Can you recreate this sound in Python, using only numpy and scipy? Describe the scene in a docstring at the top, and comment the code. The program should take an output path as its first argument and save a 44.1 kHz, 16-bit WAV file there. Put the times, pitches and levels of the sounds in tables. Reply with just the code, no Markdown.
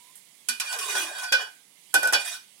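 """In a tiled kitchen, a metal spoon stirs cooked rice in a steel pot on a stove, heard close up.
It knocks on the pot (bursts of decaying modes), scrapes through the rice along the wall (random
slips driving resonances) and now and then makes the wall sing (swelling, wavering tones).
Hollow groans are narrow noise bands, and bangles clink briefly near the start. A hiss on the right,
faint room noise and a faint whistle lie behind; decaying noise gives the tiles' short tail."""
import sys
import numpy as np
from scipy import signal
from scipy.fft import rfft, irfft
from scipy.io import wavfile
from scipy.ndimage import uniform_filter1d

SR = 44100
rng = np.random.default_rng(int(sys.argv[2]) if len(sys.argv) > 2 else 0)


def wav_out(sig):
    """Save sig, one row per channel (or a flat mono array), as 16-bit PCM at SR to the path in sys.argv[1]."""
    wavfile.write(sys.argv[1], SR, np.round(np.clip(np.atleast_2d(sig).T, -1, 1) * 32767).astype(np.int16))


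N = 114660  # length in samples


def amp(db):
    """Level law: decibels become an amplitude ratio."""
    return 10 ** (np.asarray(db) / 20)


def unit(x):
    """Normalization: the signal is scaled to rms 1."""
    return x / np.sqrt(np.mean(x ** 2) + 1e-20)


def read(points, hz):
    """Logarithmic frequency scale: a table is interpolated evenly in log frequency."""
    f, value = np.transpose(points)
    return np.interp(np.log(hz + 1), np.log(f + 1), value)


def add(mix, start_s, sound):
    """Superposition: a sound is added to the mix from its start time."""
    part = mix[:, round(start_s * SR):][:, :sound.shape[1]]
    part += sound[:, :part.shape[1]]


def drift(seconds):
    """Low-pass noise: a Gaussian filter leaves a slow random wander of rms 1."""
    f = np.fft.rfftfreq(N, 1 / SR)
    return unit(irfft(rfft(rng.standard_normal(N)) * np.exp(-(f * seconds) ** 2), N))


def rising(sound, seconds):
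    """Exponential build-up: the start is softened with this time constant."""
    return sound * (1 - np.exp(-np.arange(sound.shape[1]) / SR / seconds))


# Correlation of the two channels' noise. Each row: frequency in Hz, correlation from 0 to 1.
LIKENESS = [(100, 0.9), (300, 0.86), (700, 0.44), (1500, 0.11), (3000, 0)]


def noise(size=N):
    """Interchannel coherence: white stereo noise shares its bass and differs in its treble."""
    left, other = rfft(rng.standard_normal((2, size)))
    same = np.clip(read(LIKENESS, np.fft.rfftfreq(size, 1 / SR)), -1, 1)
    right = same * left + np.sqrt(1 - same ** 2) * other
    return irfft([left, right], size)


def steady(colour):
    """Spectral shaping: white stereo noise is filtered to a colour and scaled to rms 1."""
    gain = amp(read(colour, np.fft.rfftfreq(N, 1 / SR)))
    return unit(irfft(rfft(noise()) * gain, N))


PATCH_HZ, PATCH_S = 220, 0.027  # smoothing lengths of the random gain in frequency and time


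def patchy(x, depth_db):
    """Time-varying filtering: a smooth random gain favours now some pitches, now others."""
    z = signal.stft(x, SR, nperseg=512, noverlap=384)[2]
    field = rng.standard_normal(z.shape[1:])
    bins = max(1, round(PATCH_HZ * 512 / SR))
    frames = max(1, round(PATCH_S * SR / 128))
    for _ in range(2):
        field = uniform_filter1d(uniform_filter1d(field, bins, 0), frames, 1)
    gain = amp(depth_db * unit(field))
    return signal.istft(z * gain, SR, nperseg=512, noverlap=384)[1][:, :N]


def fuzzy_note(curve, width_hz):
    """Modulated carrier: a gliding tone times slow complex noise is a narrow moving band."""
    t = np.arange(N) / SR
    s, hz, db = np.transpose(curve)
    carrier = np.exp(2j * np.pi * np.cumsum(np.interp(t, s, hz)) / SR)
    wobble = drift(2 / width_hz) + 1j * drift(2 / width_hz)
    sounding = (t >= s[0]) * (t <= s[-1])
    return (carrier * wobble).real * amp(np.interp(t, s, db)) * sounding


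# Stereo balance of the pot. Each row: frequency in Hz, left minus right level in dB.
BALANCE_DB = [(200, -1), (600, 1.36), (1400, -2), (2400, -2), (4000, -5), (5800, 0.07), (7200, -9),
              (8500, -7), (10000, -16), (12000, -11), (15000, -2)]


def sides(hz):
    """Level-difference panning: each frequency gets a left and a right gain of constant power."""
    gain = amp(np.array([[.5], [-.5]]) * read(BALANCE_DB, hz))
    return gain / np.sqrt(np.mean(gain ** 2, 0))


# Clear modes of the pot wall. Each entry: frequency in Hz.
POT_HZ = [1482, 1502, 1572, 1904, 2426, 2462, 2957, 3275, 3342, 3414, 3643, 3745, 4061, 4512, 4568, 5111,
          5244, 5610, 5760, 5960, 6330, 6727]
# A crowd of higher wall modes lies between these bounds.
UPPER_LOW_HZ, UPPER_HIGH_HZ = 6547, 11610


def wall_hz(count=22):
    """Modal density: the clear wall modes are joined by an unevenly spaced crowd above."""
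    k = np.arange(count)
    place = (k + .5 * np.sin(k * k)) / count
    return np.r_[POT_HZ, UPPER_LOW_HZ * (UPPER_HIGH_HZ / UPPER_LOW_HZ) ** place]


# Response of the pot between its modes. Each row: frequency in Hz, gain in dB.
VALLEYS = [(1000, -5), (1300, -5.5), (1750, -2), (2150, -8), (2750, -8), (3500, -7.5), (4250, -13.5),
           (4850, -7.5), (6000, -6.5), (9000, 1), (12500, -2)]
MODE_WIDTH_HZ = 48  # distance from a mode at which its peak weight falls to 1/e


def body(hz):
    """Resonance: the pot's gain is 1 at its modes and follows the valley table between them."""
    near = np.exp(-((hz[:, None] - wall_hz()) / MODE_WIDTH_HZ) ** 2).sum(1)
    near = np.minimum(near, 1)
    return near + (1 - near) * amp(read(VALLEYS, hz))


def ring(hz, db, t60):
    """Modal synthesis: decaying sinusoids sum, each in a random phase per channel."""
    t = np.arange(SR // 2) / SR
    phase = np.exp(2j * np.pi * rng.random((2, len(hz))))
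    gain = sides(hz) * amp(db) / np.linalg.norm(amp(db)) * phase
    modes = np.exp((2j * np.pi * hz[:, None] - np.log(1000) / t60[:, None]) * t)
    return np.sqrt(2) * (gain @ modes).real


# Relative strengths of the clear modes, in the order of POT_HZ. Each entry: level in dB.
POT_DB = [6.5, 5.5, 3, -9.5, 1, -7, -3, -6, -5, -7, -12, -8, -8.5, -1, -3, -3.5, -9.5, -14, -16.5, -15,
          -28.5, -22]
# Decay of the wall modes before the spoon's damping. Each row: frequency in Hz, t60 in seconds.
POT_T60 = [(1500, 0.17), (2500, 0.23), (4000, 0.22), (8000, 0.067)]
UPPER_DB = -20.5  # relative strength of each mode in the upper crowd
LOW_MODES_HZ = 2000  # modes below this are weighted apart
RING_RISE_S = 0.0056
DAMPED_DB, DAMPING_S = -3, 0.088  # final extra loss and its time scale


def pot(low_db=0, spread_db=0):
    """Modal excitation: wall modes build up and decay, damped further by the spoon on the wall."""
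    hz = wall_hz()
    db = np.r_[POT_DB, np.full(len(hz) - len(POT_HZ), UPPER_DB)]
    db = db + low_db * (hz < LOW_MODES_HZ)
    db = db + spread_db * rng.standard_normal(len(hz))
    modes = rising(ring(hz, db, read(POT_T60, hz)), RING_RISE_S)
    t = np.arange(modes.shape[1]) / SR
    return modes * amp(DAMPED_DB * (1 - np.exp(-(t / DAMPING_S) ** 2)))


def burst(colour, t60, in_pot=True, size=24576):
    """Statistical acoustics: dense modes are noise whose bands decay at their own rates."""
    hz, t, z = signal.stft(noise(size), SR, nperseg=128)
    decay = amp(-60 * t / read(t60, hz)[:, None])
    dying = signal.istft(z * decay, SR, nperseg=128)[1]
    hz = np.fft.rfftfreq(size, 1 / SR)
    resonance = body(hz) * sides(hz) if in_pot else 1
    gain = unit(amp(read(colour, hz)) * resonance)
    # the folded cepstrum gives a minimum-phase filter, which cannot sound before the strike
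    cepstrum = 2 * irfft(np.log(gain))[..., :size // 2]
    causal = np.exp(rfft(cepstrum * np.r_[.5, np.ones(size // 2 - 1)], size))
    return irfft(rfft(dying) * causal, size)


def through(drive, response):
    """Convolution: a drive excites a linear response scaled to unit energy per channel on average."""
    response = response / np.sqrt(np.sum(response ** 2) / 2)
    return signal.fftconvolve(np.atleast_2d(drive), response, axes=1)[:, :N]


# Colour of the hiss. Each row: frequency in Hz, relative density in dB per Hz.
HISS = [(900, -35.5), (1700, -9), (2100, 2), (2500, -3), (3100, 0.5), (5500, -4.5), (9800, 1.5),
        (12000, -3.5), (13500, -14), (16000, -8)]
# Course of the hiss. Each row: time in seconds, level before the left channel's cut in dB.
HISS_LEVEL = [(0, -50), (.3, -52), (1.4, -49), (1.7, -54.5), (1.901, -49.5), (2.45, -52.5), (2.6, -51.5)]
HISS_LEFT_DB, HISS_PATCH_DB = -22.5, 1.6  # left relative to right; rms of the patchy gain


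def hiss():
    """Broadband noise: a hiss on the right, with slow level changes and a slightly patchy colour."""
    level = amp(np.interp(np.arange(N) / SR, *np.transpose(HISS_LEVEL)))
    return level * patchy(steady(HISS), HISS_PATCH_DB) * amp([[HISS_LEFT_DB], [0]])


# Colour of the room noise. Each row: frequency in Hz, relative density in dB per Hz.
ROOM_NOISE = [(25, -16.5), (70, -32), (150, 3.5), (300, 0.5), (600, -2.5), (1000, 0), (2500, -16),
              (6000, -4.5), (8000, -28), (16000, -17.5)]


def room_noise():
    """Stationary noise: a constant faint background at -68 dB."""
    return amp(-68) * steady(ROOM_NOISE)


# Glide of the whistle. Each row: time in seconds, pitch in Hz, level in dB.
WHISTLE = [(0, 957, -60.5), (.13, 1020, -67.5), (.16, 1020, -95)]


def whistle():
    """Narrow-band noise: a faint whistle 85 Hz wide glides up and fades."""
    return fuzzy_note(WHISTLE, 85)


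# Decay of the kitchen. Each row: frequency in Hz, t60 in seconds.
KITCHEN_T60 = [(150, 0.23), (600, 0.32), (1500, 0.29), (5000, 0.31), (14000, 0.35)]


def kitchen_tail(near):
    """Reverberation: near sounds excite a diffuse decaying response of the tiled kitchen."""
    colour = [(100, 1.0), (3000, 5.5), (15000, -3)]  # Hz, relative dB
    response = rising(burst(colour, KITCHEN_T60, in_pot=False), 0.0047)
    return amp(-11.5) * through(near, response)


# Colour of a sharp contact. Each row: frequency in Hz, relative density in dB per Hz.
CRACK = [(550, -20), (1100, -8), (4500, -9.5), (9000, 8), (12000, 5), (15500, -3.5)]
# Decay of light contacts, also of grit and rub. Each row: frequency in Hz, t60 in seconds.
TICK_T60 = [(3000, 0.14), (9000, 0.1), (15000, 0.14)]
# Clinks of the bangles. Each row: start in seconds, level in dB.
BANGLES = [(0.155, -42), (0.174, -48)]


def bangles():
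    """Impact excitation: bangles touch in clinks of bright noise whose bands decay."""
    out = np.zeros((2, N))
    for start_s, db in BANGLES:
        add(out, start_s, amp(db) * burst(CRACK, TICK_T60))
    return out


# Groans, one list per groan. Each row: time in seconds, pitch in Hz, level in dB.
HOLLOWS = [
    [(.74, 469, -64), (.8, 437.4, -53.5), (.93, 422.7, -49), (.97, 367, -49), (1.03, 339.4, -49),
     (1.11, 326, -60.5)],
    [(.68, 992, -57), (.745, 804, -48.5), (.8, 1110, -42), (.95, 1004, -59)],
    [(1.32, 520, -38.5), (1.335, 521, -34.5), (1.37, 484, -56), (1.44, 424.6, -55.5), (1.5, 410, -78.5)],
    [(1.942, 433, -44), (1.965, 326, -43.5), (2.01, 208, -58)],
    [(2.02, 500, -45.5), (2.08, 501, -45.5), (2.11, 502, -52)],
    [(2.24, 714, -60.5), (2.32, 667, -51), (2.37, 670, -85.5)],
]


def hollow_groans():
    """Narrow-band noise: the spoon pushing rice groans in gliding bands 114 Hz wide."""
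    return sum(fuzzy_note(curve, 114) for curve in HOLLOWS)


# Singing of the wall under the spoon's edge. Each row: time of the peak in seconds, Gaussian rise in
# seconds, Gaussian fall in seconds, mean pitch in Hz, peak level before the left channel's cut in dB.
SINGS = [(0.702, 0.004, 0.044, 1497, -36.5), (0.966, 0.031, 0.044, 1487, -31.5),
         (1.281, 0.12, 0.024, 1497, -37), (1.34, 0.004, 0.027, 1500, -18),
         (1.963, 0.013, 0.015, 1496, -14.5), (2.04, 0.01, 0.02, 1490, -24.5),
         (2.061, 0.013, 0.018, 1483, -21.5), (2.079, 0.0018, .022, 1480, -22.5),
         (2.154, 0.013, 0.012, 1478, -25.5), (2.355, 0.013, 0.026, 1500, -43.5)]
SING_WAVER_HZ = 12.92  # rms wander of the pitch
SING_LEFT_DB, SING_LAG_TURNS = -0.5, 0.18  # the left is softer and lags by this part of a cycle


def singing():
    """Stick-slip: friction pumps the lowest wall mode, heard as brief wavering tones."""
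    t, out = np.arange(N) / SR, np.zeros((2, N))
    for peak_s, rise, fall, hz, db in SINGS:
        swell = np.exp(-((t - peak_s) / np.where(t < peak_s, rise, fall)) ** 2)
        turns = np.cumsum(hz + SING_WAVER_HZ * drift(0.014)) / SR
        turns = turns + np.array([[-SING_LAG_TURNS], [0]])
        out += amp(db) * swell * np.sqrt(2) * np.sin(2 * np.pi * turns)
    return out * amp([[SING_LEFT_DB], [0]])


GRAINS_PER_S, GRAIN_SPREAD_DB = 4000, 2.5  # mean rate of slips; scale of their random sizes


def grains():
    """Random impulses: tiny slips of steel over steel and rice have chance times, signs and sizes."""
    size = amp(GRAIN_SPREAD_DB * np.minimum(rng.exponential(1, N), 4))
    sign = rng.choice([-1, 1], N)
    slips = rng.random(N) < GRAINS_PER_S / SR
    return unit(size * sign * slips)


CONTACT_S, CONTACT_SPREAD_DB = .075, 5  # time from spot to spot; random change of each mode


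def along_wall(drive, count=6):
    """Moving excitation: a sliding contact crossfades between spots with their own mode mixes."""
    place, out = np.arange(N) / SR / CONTACT_S, np.zeros((2, N))
    for spot in range(count):
        away = abs((place - spot) % count - count / 2)
        weight = np.cos(np.pi / 2 * np.minimum(away, 1))
        out += through(drive * weight, pot(-5.5, CONTACT_SPREAD_DB))
    return out


# Strokes through the rice, one list per stroke. Each row: time in seconds, then relative levels in dB
# of gritty treble, pot ring and low rub, each before its overall trim.
STROKES = [
    [(0.64, -38, -31.5, -37), (0.692, -36, -30.5, -47), (0.738, -32.5, -44, -30), (0.778, -42, -44, -39),
     (0.792, -29.5, -41, -43), (0.884, -31.5, -32.5, -35), (0.956, -27.5, -20, -39),
     (1.02, -29.5, -28.5, -34), (1.06, -37, -46, -35), (1.126, -42.5, -40, -37), (1.242, -38, -34, -36.5),
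     (1.305, -58, -37.5, -63)],
    [(1.375, -60, -27, -33.5), (1.41, -38, -24.5, -31), (1.44, -53, -46, -40), (1.48, -72, -75.5, -60)],
    [(1.98, -40, -32, -39), (2.06, -54, -28, -39.5), (2.11, -62, -36, -55)],
    [(2.19, -38.5, -43, -47), (2.212, -31.5, -52, -39), (2.235, -48, -46, -49), (2.25, -29, -39, -62),
     (2.28, -31.5, -38.5, -48.5), (2.355, -37, -43.5, -47.5), (2.385, -73, -59, -79)],
]
# Colour of the grit. Each row: frequency in Hz, relative density in dB per Hz.
GRIT = [(300, -57.5), (900, -26), (1300, -3.5), (1750, 2.5), (2600, 5.5), (3600, 2.5), (4150, 1.5),
        (5500, 6), (7000, 2), (9500, 1.5), (12000, -6.5), (13500, -8.5), (16000, -13)]
# Colour of the low rub. Each row: frequency in Hz, relative density in dB per Hz.
RUB = [(30, -45), (130, -19), (250, -37), (400, -7.5), (600, 0.5), (800, 12.5), (1100, 3), (1600, 10),
       (2400, -22.5)]
GRIT_DB, SCRAPE_RING_DB, RUB_DB = -2, -9.5, -4.5  # overall trims
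JUDDER_DB, JUDDER_S = 1.47, 0.027  # rms and time scale of the level's wander
STROKE_FADE_S, PATCH_DB = 0.007, 3.5  # fade beyond each end; rms of the patchy gain


def scrapes():
    """Friction excitation: juddering strokes of random slips drive grit, wall modes and a low rub."""
    t, level = np.arange(N) / SR, np.zeros((3, N))
    for stroke in STROKES:
        s, *columns = np.transpose(stroke)
        gate = np.clip(1 + np.minimum(t - s[0], s[-1] - t) / STROKE_FADE_S, 0, 1)
        level += gate * amp([np.interp(t, s, db) for db in columns])
    judder = unit(amp(JUDDER_DB * drift(JUDDER_S)))
    grit_drive, wall_drive, rub_drive = level * judder * grains()
    grit = amp(GRIT_DB) * through(grit_drive, burst(GRIT, TICK_T60))
    rub = amp(RUB_DB) * through(rub_drive, burst(RUB, TICK_T60))
    wall = amp(SCRAPE_RING_DB) * along_wall(wall_drive)
    return patchy(grit + rub + wall, PATCH_DB)


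# Knocks of spoon on pot. Each row: start in seconds, then levels in dB of crack, tick, clang and ring,
# the relative weight of wall modes below LOW_MODES_HZ in dB, and the thud's level in dB.
KNOCKS = [(.4860, -26, -21.5, -25.5, -23.5, -7, -45), (0.5988, -27, -28.5, -22.5, -39, 0, -45),
          (0.7251, -39, -35.5, -29.5, -28.5, 6, -47.5), (0.7872, -27, -32.5, -29, -52, -21, -48),
          (.9506, -32, -49, -27, -34, 33, -28), (1.186, -32, -42.5, -36, -45, -10, -55),
          (1.2343, -33, -41, -33, -38, -3, -53), (1.3220, -23, -31.5, -18, -13, -1.5, -28.5),
          (1.941, -12.5, -18.5, -21.5, -21, -8.5, -22.5), (2.0310, -20, -32.5, -29, -47, 10, -26),
          (2.0530, -29, -38.5, -33, -34, -0.5, -31), (2.0732, -16.5, -32, -31, -32, 1, -33.5),
          (2.1250, -19, -32, -28, -42, -3, -24), (2.1319, -22, -24, -18, -14, -4.5, -24)]
# Colours of tick, clang and thud. Each row: frequency in Hz, relative density in dB per Hz.
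TICK = [(1500, -48), (4000, -5.5), (6000, -1.5), (8000, 1), (10000, -1.5), (12000, -2), (13500, -7.5),
        (16000, -28)]
CLANG = [(600, -30), (950, -5.5), (1300, -3.5), (1700, -4.5), (2150, -5), (2500, 5), (3300, -4),
         (4200, -0.5), (5400, 3), (7000, -6), (11000, -13), (15000, -21)]
THUD = [(30, -54.5), (110, -25.5), (220, -12), (450, -2), (800, 9.5), (1150, -2), (1700, 7.5),
        (3000, -21.5)]
# Decays of clang and thud. Each row: frequency in Hz, t60 in seconds.
CLANG_T60 = [(1500, 0.22), (5000, 0.13), (12000, 0.11)]
THUD_T60 = [(60, 0.26), (250, 0.24), (800, 0.22), (2000, 0.05)]
# Modes of the spoon. Each row: frequency in Hz, relative level in dB, t60 in seconds.
SPOON = [(3050, 2.5, 0.022), (8060, -3, 0.089), (9860, 5.5, 0.067), (11110, -6, 0.06)]
# Modes of the pot rocking on its grate. Each row: frequency in Hz, relative level in dB, t60 in seconds.
GRATE = [(242, 8.5, 0.17), (378.7, 0.5, 0.18)]
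CRACK_S = 0.0016  # time constant of the crack's extra decay
TICK_RISE_S, CLANG_RISE_S, GRATE_RISE_S = 0.00038, .0015, 0.026
SPOON_DB, GRATE_DB = 1.5, -37  # spoon ring relative to the tick; level of the grate


def knocks():
    """Impact excitation: each blow sums a crack, tick, clang, thud and ringing of pot and spoon."""
    out = np.zeros((2, N))
    for start_s, crack_db, tick_db, clang_db, ring_db, low_db, thud_db in KNOCKS:
        crack = burst(CRACK, TICK_T60)
        crack = crack * np.exp(-np.arange(crack.shape[1]) / SR / CRACK_S)
        tick = rising(burst(TICK, TICK_T60), TICK_RISE_S)
        clang = rising(burst(CLANG, CLANG_T60), CLANG_RISE_S)
        thud = burst(THUD, THUD_T60)
        spoon = rising(ring(*np.transpose(SPOON)), TICK_RISE_S)
        add(out, start_s, amp(crack_db) * crack + amp(tick_db) * tick)
        add(out, start_s, amp(clang_db) * clang + amp(thud_db) * thud)
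        add(out, start_s, amp(ring_db) * pot(low_db) + amp(tick_db + SPOON_DB) * spoon)
    # the pot rocks on its grate at the first knock
    grate = rising(ring(*np.transpose(GRATE)), GRATE_RISE_S)
    add(out, KNOCKS[0][0], amp(GRATE_DB) * grate)
    return out


def scene():
    """Superposition: the background, the stirring with its bangles, and their reverberation add."""
    background = hiss() + room_noise() + whistle()
    near = bangles() + hollow_groans() + singing() + scrapes() + knocks()
    return background + near + kitchen_tail(near)


def record(dry):
    """Band limitation: a linear-phase low-pass filter removes the top above 15.9 kHz."""
    low_pass = signal.firwin(401, 15900, window=("kaiser", 8), fs=SR)
    return signal.oaconvolve(dry, low_pass[None], "same")


dry = scene()
out = record(dry)
wav_out(out)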